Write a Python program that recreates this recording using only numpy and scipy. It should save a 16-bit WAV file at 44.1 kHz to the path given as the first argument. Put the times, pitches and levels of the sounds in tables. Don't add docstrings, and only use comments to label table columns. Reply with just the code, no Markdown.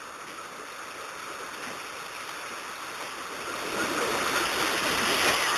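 import sys
import numpy as np
from scipy import signal
from scipy.io import wavfile
from scipy.ndimage import uniform_filter1d, map_coordinates

SR = 44100
rng = np.random.default_rng(int(sys.argv[2]) if len(sys.argv) > 2 else 0)


def transcribe(signal):
    frames = np.atleast_2d(signal).T
    limited = np.clip(frames, -1, 1)
    pcm = np.round(limited * 32767).astype(np.int16)
    wavfile.write(sys.argv[1], SR, pcm)


N = 245637

# (time [s], bow-wave rush [dB], slosh under the body [dB],
# falling spray [dB], engine rumble [dB])
APPROACH = [(0.0, -42.5, -50, -50.5, -70), (0.7, -44, -47.5, -45.5, -67), (1.35, -41, -47.5, -44, -63.5),
            (2.0, -43.5, -50, -42, -63), (2.6, -41.5, -49, -41.5, -64), (3.15, -40.5, -48.5, -42.5, -64),
            (3.45, -39.5, -41.5, -41.5, -57), (3.75, -36.5, -37, -36, -51), (4.08, -32, -33.5, -36, -51),
            (4.35, -33.5, -35.5, -31.5, -51.5), (4.55, -34, -38, -31.5, -51), (4.75, -33, -38, -31.5, -51),
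            (4.95, -30.5, -36, -32, -48.5), (5.15, -32.5, -37.5, -27.5, -52),
            (5.35, -32.5, -38, -30.5, -52.5), (5.57, -32, -40, -27, -61)]
# (time [s], rush [dB], slosh [dB], spray [dB], rumble [dB])
SWELLS_AND_DIPS = [(1.68, -5, 3.5, -1, 6), (3.04, -4, 2, 2.5, -4), (3.38, -0.5, -0.5, 1.5, 3),
                   (3.79, -0.5, 3, 0, -3), (4.1, -1, 0, 2, 0), (4.37, 3, -0.5, 0, 1), (4.63, 2, 1, 0, 5),
                   (4.94, -1, 4, 1.5, 6), (5.12, 0.5, 4, 1, 1), (5.29, 0.5, 9, 4, 7.5),
                   (5.518, 2, 3, -3.5, 2)]
# (time [s], nearness [0 far - 1 close])
CLOSENESS = [(0, .02), (3.2, 0.38), (3.7, 0.24), (5.0, 1), (5.57, 0.87)]
# (time [s], depth [0 shallow - 1 deep])
SLOSH_DEPTH = [(0, .3), (1.0, .1), (3.0, 0.081), (3.6, 1), (4.3, 0.85), (5.0, 0.58), (5.57, 1)]
# (frequency [Hz], far density [dB per Hz], close density [dB per Hz])
RUSH_SPECTRUM = [(480, -24, -28), (796, -15.5, -7), (1013, -6.5, -2), (1130, -4, 0.5), (1330, 0, -2),
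                 (1390, -4, 0.5), (1550, -7.5, -4.5), (1780, -11.5, -5), (2350, -21, -18.5)]
# (frequency [Hz], shallow density [dB per Hz], deep density [dB per Hz])
SLOSH_SPECTRUM = [(60, -42, -34), (152, -14.5, -10.5), (230, -15.5, -6), (337, -8, 1.5), (550, -2, -1),
                  (588, -5.5, 0), (900, -29.5, -14)]
# (frequency [Hz], far density [dB per Hz], close density [dB per Hz])
SPRAY_SPECTRUM = [(100, -42, -13), (300, -31, -13), (700, -4.5, -2), (1500, -1.5, -10.5), (1940, -5.5, 2),
                  (2160, -1, -4), (2680, 0, 1), (3000, -11, 1.5), (3615, -2.5, -3), (3900, -15, -6)]
# (time [s], level [dB], t60 [s], lowest frequency [Hz], highest frequency [Hz])
WATER_SHEETS = [(.29, -42.5, 0.44, 1500, 3280), (1.65, -34, 0.35, 700, 2350), (1.69, -37.5, 0.5, 202, 1200),
                (2.3, -37, 0.2, 700, 2800), (3.02, -36, 0.24, 400, 2000), (3.8, -38, 0.35, 900, 3000),
                (4.61, -29, 0.85, 300, 2500), (4.87, -30, .3, 1500, 3530), (5.295, -30, 0.48, 250, 3300),
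                (5.421, -29, 0.3, 900, 3370)]
# (time [s], pitch [Hz], level [dB], glide [share of pitch])
AIR_POCKETS = [(1.411, 490, -42, -0.031), (1.683, 252, -44, .01), (3.493, 1382, -36.5, 0.044),
               (3.77, 205, -39, .05), (3.812, 1434, -29.5, .07), (3.918, 350, -34, -0.012),
               (4.032, 475, -29, 0.0057), (4.103, 442, -34, 0.069), (4.366, 1404, -30.5, 0.029),
               (4.415, 340, -31, 0.041), (4.44, 1340, -31, -0.053), (4.618, 1380, -32, -0.021),
               (4.646, 315, -32, .02), (4.75, 324, -35, 0.043), (4.863, 600, -33, -0.22),
               (4.865, 300, -35, 0.042), (5.032, 230, -34, -0.32), (5.092, 370, -36, 0.0075),
               (5.149, 390, -34, -0.073), (5.258, 367, -32, -.05), (5.285, 2454, -30, -.02),
               (5.343, 1134, -32.5, 0.071), (5.375, 2120, -35, 0.11), (5.415, 1190, -38, -0.16),
               (5.448, 1967, -31, -0.065), (5.52, 1190, -29, -0.039), (5.543, 1890, -34, 0.093)]
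# (frequency [Hz], far density [dB per Hz], close density [dB per Hz])
ENGINE_SPECTRUM = [(22, -34, -30), (40, -12, 0), (65, -0.5, 3), (110, 0, 5.5), (170, 0, 7), (260, -20, -19)]

SWELL_HALF_S = 0.049
FAR_RISE_S, CLOSE_RISE_S = 0.03, 0.014
PLOP_PITCH_HZ, PLOP_HALF_S = (330, 1400), (0.026, 0.04)
BAND_HZ, STEPS_PER_S, EDGE_HZ = 3900, 8000, 12780


def scene():
    return (wading() + splashes() + plops() + rumble())[None]


def wading():
    rush = water(RUSH_SPECTRUM, patchy_db=0.97, flicker_db=0.3)
    rush += gain_of(-7) * bubbles(1126, 1455, per_s=150, cycles=14.8, spread_db=3.3)

    slosh = water(SLOSH_SPECTRUM, patchy_db=2.3, flicker_db=1.0, blend=SLOSH_DEPTH)
    slosh += gain_of(-8) * bubbles(228.8, 561.5, per_s=60, cycles=8.4, spread_db=3.4)

    spray = water(SPRAY_SPECTRUM, patchy_db=2.14, flicker_db=0.45, size=512)
    spray += gain_of(-10) * bubbles(1340, 3880, per_s=700, cycles=2.14, spread_db=3.5)
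    spray += gain_of(-10) * bubbles(1606, 3639, per_s=200, cycles=30.5, spread_db=1.65)

    return layer_gain(1) * rush + layer_gain(2) * slosh + layer_gain(3) * spray


def water(spectrum, patchy_db, flicker_db, size=1024, blend=CLOSENESS):
    hop = size // 4
    frames = N // hop + 5
    hz = np.fft.rfftfreq(size, 1 / SR)
    real, imaginary, patches = rng.standard_normal((frames, len(hz), 3)).T

    patches = uniform_filter1d(patches, size=7, axis=0)
    patches = evened(uniform_filter1d(patches, size=8, axis=1))
    flicker = evened(uniform_filter1d(rng.standard_normal(frames), size=4))

    table_hz, first_db, second_db = np.transpose(spectrum)
    first_db = np.interp(np.log(hz + 1), np.log(table_hz), first_db)[:, None]
    second_db = np.interp(np.log(hz + 1), np.log(table_hz), second_db)[:, None]
    mix = np.interp(np.arange(frames) * hop / SR, *np.transpose(blend))
    colour = gain_of(first_db + mix * (second_db - first_db)) * (hz < BAND_HZ)[:, None]
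    colour /= np.linalg.norm(colour, axis=0)

    unevenness = gain_of(patchy_db * patches + flicker_db * flicker)
    spectra = (real + 1j * imaginary) * colour * unevenness
    return evened(signal.istft(spectra, nperseg=size, noverlap=size - hop)[1][:N])


def bubbles(low_hz, high_hz, per_s, cycles, spread_db, count=24):
    strength = gain_of(spread_db * np.minimum(rng.exponential(1, N), 3.5))
    strikes = strength * (rng.random(N) < per_s / SR)
    kind = rng.integers(0, count, N)
    out = np.zeros(N)
    for k, hz in enumerate(np.geomspace(low_hz, high_hz, count)):
        u = np.arange(0, 4, hz / (cycles * SR))
        tone = np.sin(2 * np.pi * cycles * (u + 0.0254 * u ** 2))
        ring = u * np.exp(-2 * u) * tone
        out += signal.oaconvolve(strikes * (kind == k), ring / np.linalg.norm(ring))[:N]
    return evened(out)


def splashes():
    out, t = np.zeros(N), np.arange(N) / SR
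    noise = rng.standard_normal(N)
    grain = evened(uniform_filter1d(rng.standard_normal(N), size=80))
    crackle = noise * gain_of(3.4 * grain)
    for time_s, db, t60_s, low_hz, high_hz in WATER_SHEETS:
        near = np.interp(time_s, *np.transpose(CLOSENESS))
        rise_s = FAR_RISE_S + (CLOSE_RISE_S - FAR_RISE_S) * near
        rise = np.exp(-((t - time_s) / rise_s) ** 2)
        decay = gain_of(-60 * np.maximum(t - time_s, 0) / t60_s)
        swell = np.where(t < time_s, rise, decay)
        band = signal.butter(2, [low_hz, high_hz], "bandpass", fs=SR, output="sos")
        out += gain_of(db) * swell * evened(signal.sosfilt(band, crackle))
    return out


def plops():
    out, t = np.zeros(N), np.arange(N) / SR
    start_cycles = rng.random(len(AIR_POCKETS))
    for (time_s, hz, db, glide), start in zip(AIR_POCKETS, start_cycles):
        half_s = np.interp(hz, PLOP_PITCH_HZ, PLOP_HALF_S)
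        span = slice(round((time_s - half_s) * SR), round((time_s + half_s) * SR))
        u = (t[span] - time_s) / half_s
        tone = np.sin(2 * np.pi * (hz * half_s * (u + glide * u ** 2 / 2) + start))
        swell = np.cos(np.pi * u / 2) ** 2
        out[span] += gain_of(db) * np.sqrt(2) * swell * tone
    return out


def rumble():
    return layer_gain(4) * water(ENGINE_SPECTRUM, patchy_db=0.8, flicker_db=0.62, size=4096)


def layer_gain(column):
    t = np.arange(N) / SR
    slow, brief = np.transpose(APPROACH), np.transpose(SWELLS_AND_DIPS)
    brief_db = np.zeros(N)
    for time_s, db in zip(brief[0], brief[column]):
        brief_db += db * np.exp(-((t - time_s) / SWELL_HALF_S) ** 2)
    return gain_of(np.interp(t, slow[0], slow[column]) + brief_db)


def record(dry):
    thin = signal.sosfilt(signal.butter(4, 36, "high", fs=SR, output="sos"), dry)
    narrow = low_pass(thin, BAND_HZ, count=1501)
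    ticks = np.arange(N * STEPS_PER_S // SR + 1) * SR / STEPS_PER_S
    samples = map_coordinates(narrow[0], [ticks], order=3, mode="nearest")
    held = samples[np.arange(N) * STEPS_PER_S // SR]
    return low_pass(held[None], EDGE_HZ, count=1001)


def gain_of(db):
    return 10 ** (np.asarray(db) / 20)


def evened(x):
    return x / np.sqrt(np.mean(x ** 2) + 1e-20)


def low_pass(x, hz, count):
    taps = signal.firwin(count, hz, window=("kaiser", 9), fs=SR)
    return signal.oaconvolve(x, taps[None], "same")


dry = scene()
out = record(dry)
transcribe(out)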